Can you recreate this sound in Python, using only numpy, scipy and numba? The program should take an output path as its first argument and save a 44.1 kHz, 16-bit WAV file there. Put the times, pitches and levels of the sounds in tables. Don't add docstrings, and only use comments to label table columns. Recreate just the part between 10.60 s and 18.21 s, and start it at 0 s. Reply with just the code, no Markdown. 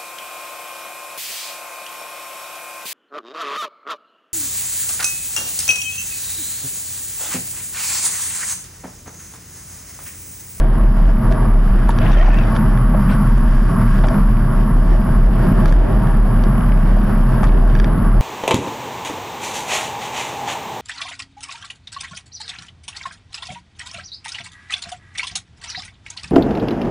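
import sys
import numpy as np
from scipy import signal
from scipy.fft import rfft, irfft
from scipy.io import wavfile
from scipy.ndimage import uniform_filter1d
from numba import njit

SR = 44100
rng = np.random.default_rng(int(sys.argv[2]) if len(sys.argv) > 2 else 0)


def to_wav(sig):
    pcm = np.clip(np.atleast_2d(sig), -1, 1) * 32767
    pcm = np.round(pcm).astype(np.int16)
    wavfile.write(sys.argv[1], SR, pcm.T)


N = 335598
TIME = np.arange(N) / SR
HZ = np.maximum(np.fft.rfftfreq(N, 1 / SR), 1)


def undb(db):
    return 10 ** (np.asarray(db) / 20)


def unit(x):
    return x / np.sqrt(np.mean(x ** 2))


def walk(rate_hz):
    hold = int(SR / rate_hz)
    steps = np.repeat(rng.standard_normal(N // hold + 1), hold)
    return 1.17 * uniform_filter1d(uniform_filter1d(steps, hold), hold)[:N]


def noise():
    return rfft(rng.standard_normal(N))


def ring(push, hz, t60_s):
    pole = np.exp(2j * np.pi * hz / SR - np.log(1000) / (max(t60_s, 1 / 500) * SR))
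    return signal.lfilter([1], [1, -pole], push).imag


def panned(x, pan_db):
    return x * undb(np.array([[pan_db], [-pan_db]]) / 2)


def bandpass(x, order, low_hz, high_hz):
    return signal.sosfilt(signal.butter(order, [low_hz, high_hz], "band", fs=SR, output="sos"), x)


# (time [s], level [dB])
WOBBLE = [(0, -5), (.11, -7), (0.191, -19), (.27, -3.5), (.36, -9.5), (0.479, -3), (.63, -17), (.71, -9.5),
          (0.759, -24), (.82, -10.5), (.89, -18), (0.959, -5), (1.261, -9), (1.331, -24), (1.46, -17.5),
          (1.55, -4.5), (1.659, -.5), (1.88, -16), (2.0, -27), (2.13, -9.5), (2.23, -24), (2.35, -11.5),
          (2.55, -26.5), (2.74, -8.5), (2.979, -5.5), (3.16, -19), (3.419, -7.5), (3.54, -20.5), (3.74, -9),
          (3.919, -27), (4.029, -8.5), (4.119, -21), (4.2, -7.5), (4.25, -16.5), (4.31, -4), (4.41, -9.5),
          (4.46, -25.5), (4.658, -4), (4.898, -22), (5.211, -4), (5.309, -22), (5.38, -9.5), (5.431, -24.5),
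          (5.62, -8), (5.742, -21.5), (5.791, -12.5), (5.93, -16), (5.99, -28.5), (6.049, -12),
          (6.35, -6.5), (6.48, -21), (6.531, -11), (6.83, -14.5), (6.929, -5), (7.24, -9.5), (7.36, -25),
          (7.451, -24.5), (7.61, -5.5)]


def swing_size():
    s, db = np.transpose(WOBBLE)
    return np.interp(TIME, s, undb(db))


WOBBLE_HZ, SAG_HZ_PER_DB = 36.58, 0.1
WANDER_HZ, LOOSE = .6, .25
WANDER = walk(9)


def swing_phase():
    size = swing_size()
    sag_hz = SAG_HZ_PER_DB * (20 * np.log10(size) + 10)
    stray_hz = WANDER_HZ * WANDER * (1 + LOOSE / size)
    return np.cumsum(WOBBLE_HZ - sag_hz + stray_hz) / SR


SHAKE_DB = -19.5


def wobble():
    swing = np.sin(2 * np.pi * swing_phase() + 0.62 * walk(30))
    shake = unit(irfft(noise() / (1 + ((HZ - 37) / 9) ** 4), N))
    return np.sqrt(2) * swing * swing_size() + undb(SHAKE_DB) * shake


def shaken(modes, flicker_db, flicker_rate_hz):
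    out = 0
    for hz, width_hz, db in modes:
        tone = irfft(noise() / (1 + ((HZ - hz) / width_hz * 2) ** 2), N)
        out = out + undb(db + flicker_db * walk(flicker_rate_hz)) * tone
    return unit(out)


# (time [s], level [dB])
ROAD = [(0, -2), (.45, -1), (.75, -1), (1.1, -0.5), (1.45, -2.5), (1.7, 1), (2.1, -1), (2.5, 3), (3.0, -1),
        (3.2, 0.5), (3.7, 0), (4.15, -0.5), (4.65, 0), (4.91, 3), (4.935, -5), (4.98, 0), (5.25, -2.5),
        (5.9, 1), (6.3, -1), (6.8, 0), (7.0, -0.5), (7.33, 0), (7.41, -3.5), (7.47, -0.5), (7.61, -2)]


def road_coarseness():
    return undb(np.interp(TIME, *np.transpose(ROAD)))


# (frequency [Hz], width [Hz], relative spectral peak [dB])
DRONE = [(73.5, 55, -16.5), (123.6, 35.6, 0.5), (150.7, 20.6, -4), (203.2, 49.3, -2), (233.5, 23.5, -6)]
DRONE_DB = -17.5


def drone(road):
    return road * undb(DRONE_DB) * shaken(DRONE, 1.0, 13)


# (frequency [Hz], width [Hz], relative spectral peak [dB])
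BUZZ = [(670, 140, -4), (808, 41, 0), (925, 81, 5), (1116, 190, 6), (1323, 440, -1), (1600, 130, -6),
        (1805, 27, -6), (2000, 160, -11.5), (2370, 160, -27)]
BUZZ_DB = -32
BUZZ_FOLLOWS = 0.88


def tyre_buzz(road):
    return road ** BUZZ_FOLLOWS * undb(BUZZ_DB) * shaken(BUZZ, 0.71, 8.5)


@njit
def follow(level, up, down):
    out, e = np.empty(len(level)), level[0]
    for i in range(len(level)):
        e += (level[i] - e) * (up if level[i] > e else down)
        out[i] = e
    return out


HOLD_DB, RATIO, ATTACK_S, RELEASE_S = -10.5, 3.3, 0.0093, 0.037


def gain_control(x):
    power = uniform_filter1d(x ** 2, SR // 37)
    rms = np.sqrt(np.maximum(power, 0) + 1e-9)
    level = follow(rms, 1 / (ATTACK_S * SR), 1 / (RELEASE_S * SR))
    return x * (undb(HOLD_DB) / level) ** (1 - 1 / RATIO)


REAR_CLOCK_HZ, MIRROR_TOP_HZ = 12000, 12050


def coarse_clock(x):
    slope = np.diff(x, prepend=0) * SR / (np.pi * REAR_CLOCK_HZ)
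    slope = signal.sosfilt(signal.butter(1, 160, "high", fs=SR, output="sos"), slope)
    mirror = slope * np.cos(2 * np.pi * REAR_CLOCK_HZ * TIME) * undb(1.84)
    cut = 1 + np.exp(np.clip((HZ - MIRROR_TOP_HZ) / 25, -50, 50))
    return x + irfft(rfft(mirror) / cut, N)


# (time [s], wind and traffic roar [dB], treble [dB], hiss [dB])
RIDE = [(0.0, -28.5, -46, -60), (0.36, -33.5, -48, -56.5), (0.78, -30, -48, -58.5), (1.1, -32.5, -47, -57),
        (1.4, -31, -44, -56), (1.42, -27.5, -41, -56), (1.53, -30.5, -40.5, -53), (1.65, -29.5, -41.5, -55),
        (1.95, -31, -44.5, -55), (2.31, -32.5, -47, -57.5), (2.35, -30, -49, -60), (2.41, -32.5, -45, -53),
        (3.07, -35, -47, -55), (3.14, -30, -47.5, -55), (3.33, -37.5, -43, -51.5), (3.43, -29.5, -46, -52),
        (3.62, -33, -47, -56.5), (4.11, -31, -47.5, -55.5), (5.02, -29, -45, -55),
        (5.24, -28.5, -46.5, -57.5), (6.74, -31.5, -45.5, -55.5), (6.929, -28, -47.5, -59),
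        (7.21, -32.5, -46, -55), (7.29, -28, -46, -60), (7.57, -31, -47.5, -57.5), (7.61, -31, -48, -59)]
# (frequency [Hz], sum [dB], difference [dB],
# share of difference tied to sum [0-1], its lead [rad])
ROAR = [(60.7, -45, -77, 0.2, -20), (134, -44, -61, 0.96, 2.5), (216, -50.5, -61.5, 0.14, -2.5),
        (387, -52, -51, 0.84, -2), (448, -59, -56.5, 0.46, -2.5), (599, -56.5, -67, 0.9, 6.5),
        (630, -51, -71, 0, -34), (700, -58.5, -69.5, 0.1, -9), (975, -61.5, -87, 0.2, 7),
        (1294, -68.5, -73, 0.5, 1.5), (1320, -65.5, -99, 0, -28), (1670, -63.5, -114, .1, 2),
        (1843, -68, -90, 0.1, -6), (2060, -75, -81.5, .6, 0.5), (2560, -79.5, -83, .6, 1),
        (3040, -79, -76.5, 0.16, 0.5), (3300, -82.5, -86.5, .2, 3), (4110, -90.5, -86, .1, 0),
        (4910, -85, -105, 0, 8), (6670, -102, -104, 0, 0), (6980, -91.5, -108, 0, 0),
        (7000, -100, -112, 0, 0), (8300, -99, -114, 0, 0), (12200, -104, -120, 0, 0),
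        (12200, -125, -135, 0, 0)]
# (low [Hz], high [Hz])
ROAR_BANDS_HZ = [(300, 750), (1800, 4200), (4400, 9200)]
ROAR_SPLIT_HZ, HISS_HZ = 1300, 4400


def roar():
    s, *columns = np.transpose(RIDE)
    levels_db = [np.interp(TIME, s, c) for c in columns]
    hz, *columns = np.transpose(ROAR)
    sum_db, diff_db, share, lead_rad = (np.interp(np.log(HZ), np.log(hz), c) for c in columns)
    share, common = np.clip(share, 0, 1), noise()
    mid = common * undb(sum_db)
    tied = share * common * np.exp(1j * lead_rad)
    side = (tied + np.sqrt(1 - share ** 2) * noise()) * undb(diff_db)
    rms = [np.sqrt(2 * np.sum(np.abs(mid[(HZ > lo) & (HZ < hi)]) ** 2)) / N
           for lo, hi in ROAR_BANDS_HZ]
    octave = np.log2(HZ / 60)
    swell_db = 1.31 * walk(25) + 0.54 * walk(7)
    out = 0
    for k in range(16):
        part = np.searchsorted([ROAR_SPLIT_HZ, HISS_HZ], 60 * 2 ** (k / 2))
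        mask = np.clip(1 - np.abs(2 * octave - k), 0, 1) / rms[part]
        gain = undb(levels_db[part] + 0.41 * walk(22) + swell_db)
        left, right = irfft((mid + side) * mask, N), irfft((mid - side) * mask, N)
        out = out + gain * np.array([left, right])
    return out


# (time [s], thin rattle [dB], hollow rattle [dB])
PATCHES = [(.4, -48, -33), (1.3, -46, -31), (1.55, -43, -28), (1.8, -45, -31), (3.511, -48, -33),
           (5.1, -43, -27), (6.0, -39.5, -31), (6.85, -42, -24), (7.4, -45, -46)]
# (frequency [Hz], relative level [dB], t60 [s])
THIN = [(2246, 8, 0.028), (2510, 10, 0.012), (2920, 5.5, 0.015), (4180, -23, 0.0035)]
# (frequency [Hz], relative level [dB], t60 [s])
HOLLOW = [(617, 10.5, 0.032), (910, 11.5, 0.014), (1180, 3.5, 0.018)]
CALM_DB, PATCH_DB_PER_S = (-46, -42), (17, 79)
RATTLE_PAN_DB, PORTS_ALIKE = (4.5, .8), (.4, -.2)
RATTLE_DB = -17.0


def rattle():
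    s, *columns = np.transpose(PATCHES)
    turns = swing_phase() + .3 + .04 * walk(40)
    taps = np.flatnonzero(np.diff(np.floor(turns)) > 0)
    distance_s = np.abs(taps[:, None] / SR - s)
    out = 0
    for db, fall, calm_db, modes, pan_db, alike in zip(
            columns, PATCH_DB_PER_S, CALM_DB, (THIN, HOLLOW), RATTLE_PAN_DB, PORTS_ALIKE):
        drive_db = np.maximum(calm_db, (db - fall * distance_s).max(axis=1))
        push = np.zeros(N)
        push[taps] = undb(drive_db + 2.2 * rng.standard_normal(len(taps)))
        burst = signal.lfilter([1], [1, -np.exp(-1 / (0.00056 * SR))], push)
        push = burst * rng.standard_normal((2, N))
        push[1] = alike * push[0] + np.sqrt(1 - alike ** 2) * push[1]
        rung = sum(undb(g + RATTLE_DB) * ring(push, hz, t60) for hz, g, t60 in modes)
        out = out + panned(rung, pan_db)
    return out


# (time [s], length [s], level [dB], grain rate [1/s], lowest [Hz], highest [Hz])
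SCRAPES = [(0.705, 0.028, -43, 1500, 1200, 5500), (1.281, 0.042, -44, 1000, 2017, 7530),
           (1.399, 0.14, -40.5, 1700, 1600, 3480), (1.41, 0.4, -53, 890, 4270, 6500),
           (1.5, 0.18, -50.5, 1300, 2700, 3900), (1.5, 0.35, -39.5, 1300, 1580, 2820),
           (1.4, 0.36, -33, 700, 520, 1400), (1.945, 0.03, -44, 980, 1490, 5900),
           (2.335, 0.018, -28, 900, 517, 1900), (2.483, 0.057, -37.5, 1400, 900, 3000),
           (2.491, .06, -48, 1500, 2500, 5500), (3.435, 0.027, -33, 1000, 524, 3300),
           (3.498, 0.064, -33, 470, 483, 1520), (5.053, 0.055, -44, 710, 1190, 6480),
           (6.825, 0.033, -28.5, 950, 644, 1990), (6.828, .03, -45, 900, 2000, 8500),
           (6.858, 0.038, -45, 770, 1500, 5030), (7.369, 0.029, -52, 620, 1495, 4950)]


def scrapes():
    out = np.zeros((2, N))
    for s, length_s, db, rate, low_hz, high_hz in SCRAPES:
        start, size = int(s * SR), int(length_s * SR)
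        chance = rng.random((2, SR // 2))
        grains = (chance[0] < rate / SR) * undb(-2.2 * np.log(chance[1]))
        decay = signal.lfilter([1], [1, -np.exp(-1 / (0.003 * SR))], grains)
        puffs = decay * rng.standard_normal((2, SR // 2))
        puffs[1] = 0.63 * puffs[0] + 0.5 * puffs[1]
        puffs = bandpass(puffs, 4, low_hz, high_hz)
        puffs = unit(signal.lfilter([1], [1, -.75], puffs))[:, :size]
        out[:, start:start + size] += panned(puffs * np.hanning(size) ** 0.12 * undb(db), 1.5)
    return out


# (time [s], peak before sharing [dB], ring [Hz], share in the rear camera [0-1])
KNOCKS = [(.706, -21, 620, .4), (.714, -16, 653, .4), (1.292, -8, 928, .95), (1.296, -21, 1270, .9),
          (1.682, -13.5, 820, 0), (1.688, -17, 660, .1), (1.946, -26, 890, .45), (2.339, -20, 800, .15),
          (2.343, -18, 1090, .2), (2.348, -13, 630, .15), (2.508, -22, 1000, 0.4), (2.522, -18, 1500, .4),
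          (3.4375, -17, 850, .2), (3.442, -22, 1400, .2), (3.443, -16, 634, 0.2), (3.451, -18, 800, .2),
          (3.461, -17, 610, .2), (3.471, -23, 1000, .3), (3.511, -20, 644, .3), (3.530, -23, 950, .4),
          (3.543, -20, 1400, .4), (3.549, -19, 950, 0.7), (4.917, -2.5, 214, .9), (5.056, -18, 1230, 0.6),
          (6.369, -16, 632, 0.3), (6.829, -18, 815, 0.25), (6.833, -14, 1170, 0.6), (6.870, -25, 901, .4),
          (7.038, -19, 682, 0.35), (7.378, -2.5, 170, 0.82)]
KNOCK_T60_S = 0.03


def knocks():
    out, size = np.zeros((2, N + SR)), SR // 5
    t = np.arange(size) / SR
    for s, db, hz, rear in KNOCKS:
        start = int(s * SR)
        push = np.exp(-t / 0.00052) * (np.sin(2 * np.pi * hz * t) + 1.7 * rng.standard_normal(size))
        rung = ring(push, hz, KNOCK_T60_S * np.sqrt(min(650 / hz, 1)))
        rung = rung / np.abs(rung).max() * undb(db)
        out[:, start:start + size] += np.outer([rear, 1 - rear], rung)
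    return out[:, :N]


# (time [s], ring peak before pan [dB], edge above 6 kHz re ring [dB],
# boost of modes below 2.5 kHz [dB], boost of modes above 4 kHz [dB])
TICKS = [(0.7243, -21, -19, 1, 3), (1.2914, -19, -18, 0, -2), (1.3056, -24, -17, -3, -1),
         (1.387, -16, -36, -4, 1), (1.5198, -24.5, -20, -8, 2), (1.5394, -33, -17, 0, 0),
         (1.5744, -32, -22, -6, 3), (1.744, -22, -19, 3, 0), (1.7874, -17, -33, -3, -2),
         (1.8358, -26, -32, -4, -2), (1.872, -28, -30, 0, -3), (1.9642, -16.5, -34, 0, -2),
         (2.175, -22, -28, 4, -2), (2.779, -29, -13, 0, 4), (3.389, -21.5, -32, 3, -9),
         (3.424, -29, -30, 3, -6), (3.4385, -22, -30, 6, -4), (3.448, -27, -30, 6, -6),
         (3.4703, -30, -10, 3, 5), (3.4855, -17.5, -29, 1.5, 3), (3.5433, -26, -28, 4, -6),
         (4.868, -26, -39, 0, -8), (5.0575, -15, -22, 0.5, 2), (5.125, -20, -17, 5, 6),
         (5.33, -30, -30, 0, -6), (5.472, -24, -28, 4, -3), (5.838, -22, -26, 0, 4),
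         (6.832, -26, -18, 3, 0), (6.8412, -20, -20, 1, 1), (6.849, -36, -8, -6, 4),
         (6.8707, -24, -30, -4, -4), (6.921, -29, -30, 2, -6), (6.977, -28, -28, 2, -3),
         (7.098, -30, -30, 0, -6), (7.152, -15.5, -32, 3, 4), (7.190, -30, -18, -3, 3),
         (7.1994, -13, -28, -1, 1), (7.244, -16, -27, -1.5, -1)]
# (frequency before detune [Hz], relative level before boosts [dB], t60 [s])
TICK = [(1150, -1, .010), (1680, 7.5, .016), (2220, -1, .010), (2720, 1, .008), (3150, 5, .013),
        (3650, 3.5, .013), (4600, -1, .011), (4950, -2, .011), (5750, -2, .011)]
TICK_DETUNE = .012
TICK_BODY_DB = 7
TICK_PAN_DB, TICK_SPREAD_DB = -4, 2.5


def ticks():
    out, size = np.zeros((2, N + SR)), SR // 20
    fade = np.exp(-np.arange(size) / (.001 * SR))
    for s, db, edge_db, body_db, snap_db in TICKS:
        start = int(s * SR)
        pan_db = TICK_PAN_DB + TICK_SPREAD_DB * rng.standard_normal()
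        push = .06 * (rng.standard_normal(size) + rng.standard_normal((2, size))) * fade
        push[:, 0] = 1
        rung = np.zeros((2, size))
        for k, (hz, g, t60) in enumerate(TICK):
            tuned_hz = hz * (1 + TICK_DETUNE * rng.standard_normal())
            if hz < 2500:
                rung += undb(g + TICK_BODY_DB + body_db) * ring(push[0], tuned_hz, t60)
            else:
                rung += (-1) ** k * undb(g + snap_db * (hz > 4000)) * ring(push, tuned_hz, t60)
        edge = bandpass(push[[0, 0]], 2, 6000, 9000)
        edge = edge / np.abs(edge).mean(axis=0)[:SR // 2000].mean()
        tick = rung / np.abs(rung).max() + undb(edge_db) * edge
        out[:, start:start + size] += panned(tick * undb(db), pan_db)
    return out[:, :N]


def flutter():
    return .9 + .25 * walk(70) + .33 * walk(300)


# (time [s], length [s], start [Hz], middle [Hz], end [Hz],
# level before flutter [dB], waver [Hz], left minus right [dB])
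SQUEALS = [(1.404, 0.04, 630, 640, 650, -25, 15, 0), (1.405, 0.09, 2620, 2650, 2700, -42, 110, 10),
           (1.42, 0.073, 2250, 2100, 2130, -39, 90, -1), (1.43, .05, 3150, 3100, 3050, -44, 110, 8),
           (1.435, .03, 1080, 1030, 980, -30, 49, 3), (1.45, 0.04, 1780, 1800, 1800, -33, 70, 0),
           (1.455, 0.065, 680, 620, 590, -28, 35, -0.5), (1.478, 0.025, 1300, 1280, 1250, -30, 40, 0.5),
           (1.525, .055, 1850, 1820, 1800, -32, 40, 0), (1.515, 0.05, 3750, 3500, 3250, -44, 90, 8),
           (1.565, .03, 3200, 3100, 3050, -43, 60, 10), (1.54, 0.045, 540, 570, 620, -28, 18, -0.5),
           (1.59, .05, 1800, 1840, 1830, -32, 40, 0), (1.645, .04, 1830, 1800, 1800, -34, 45, 0),
           (1.595, 0.035, 590, 640, 690, -27, 20, 0.5), (1.635, .04, 700, 740, 720, -29, 30, 0),
           (1.6, 0.075, 3120, 3060, 2960, -42, 45, 8), (1.69, 0.12, 1810, 1800, 1780, -37, 70, 0),
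           (1.728, .02, 2520, 2560, 2600, -40, 40, 8), (1.747, 0.045, 2580, 2650, 2790, -34, 35, 9),
           (1.785, .05, 2790, 2600, 2250, -36, 35, 9), (1.76, 0.063, 640, 630, 620, -31, 30, -1),
           (1.865, 0.03, 2090, 2070, 2000, -36, 30, 10), (2.483, .03, 2350, 2350, 2340, -41, 45, 3),
           (2.475, .085, 8110, 8100, 8110, -57, 13, 0.5)]
SMEARS_AT_HZ = 110
LAG_RAD_PER_DB = -.17


def squeals():
    out, waver, size, grit = np.zeros((2, N)), walk(350), flutter(), walk(250)
    for s, length_s, *hz, db, waver_hz, pan_db in SQUEALS:
        on = np.arange(int(s * SR), int((s + length_s) * SR))
        u = np.linspace(0, 1, len(on), endpoint=False)
        glide_hz = np.polyval(np.polyfit([0, .5, 1], hz, 2), u)
        turn = 2 * np.pi * np.cumsum(glide_hz + waver_hz * waver[on]) / SR
        tone = np.sin([turn, turn - LAG_RAD_PER_DB * pan_db])
        rough = np.clip(waver_hz / SMEARS_AT_HZ, 0, 1)
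        stroke = np.sqrt(1 - rough) * size[on] + np.sqrt(rough) * grit[on]
        swell = np.sqrt(2 * np.sin(np.pi * u))
        out[:, on] += panned(tone * swell * undb(db) * stroke, pan_db)
    return out


# (time [s], relative push [dB])
TWISTS = [(1.42, -19), (1.539, -16), (1.584, -20), (1.629, -15), (1.68, -17), (1.742, -18)]
# (frequency [Hz], relative level [dB], t60 [s])
TWIST = [(764, 0, .02), (1130, 3, .015), (1400, -3, .012)]
TWIST_DB = -7


def twists():
    push = np.zeros(N)
    for s, db in TWISTS:
        push[int(s * SR)] = undb(db + TWIST_DB)
    rung = sum(undb(g) * ring(push, hz, t60) for hz, g, t60 in TWIST)
    return np.outer([1, -1], rung)


def scene():
    road = road_coarseness()
    rear_knock, front_knock = knocks()
    held = gain_control(wobble() + drone(road) + tyre_buzz(road))
    rear = coarse_clock(held + rear_knock)
    front = roar() + rattle() + scrapes() + panned(front_knock, .6)
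    return rear + front + ticks() + squeals() + twists()


TOP_HZ = 12600


def record(dry):
    rounded = np.tanh(1.047 * dry) / 1.052 * undb(0.43)
    return signal.sosfilt(signal.ellip(10, .2, 80, TOP_HZ, fs=SR, output="sos"), rounded)


dry = scene()
out = record(dry)
to_wav(out)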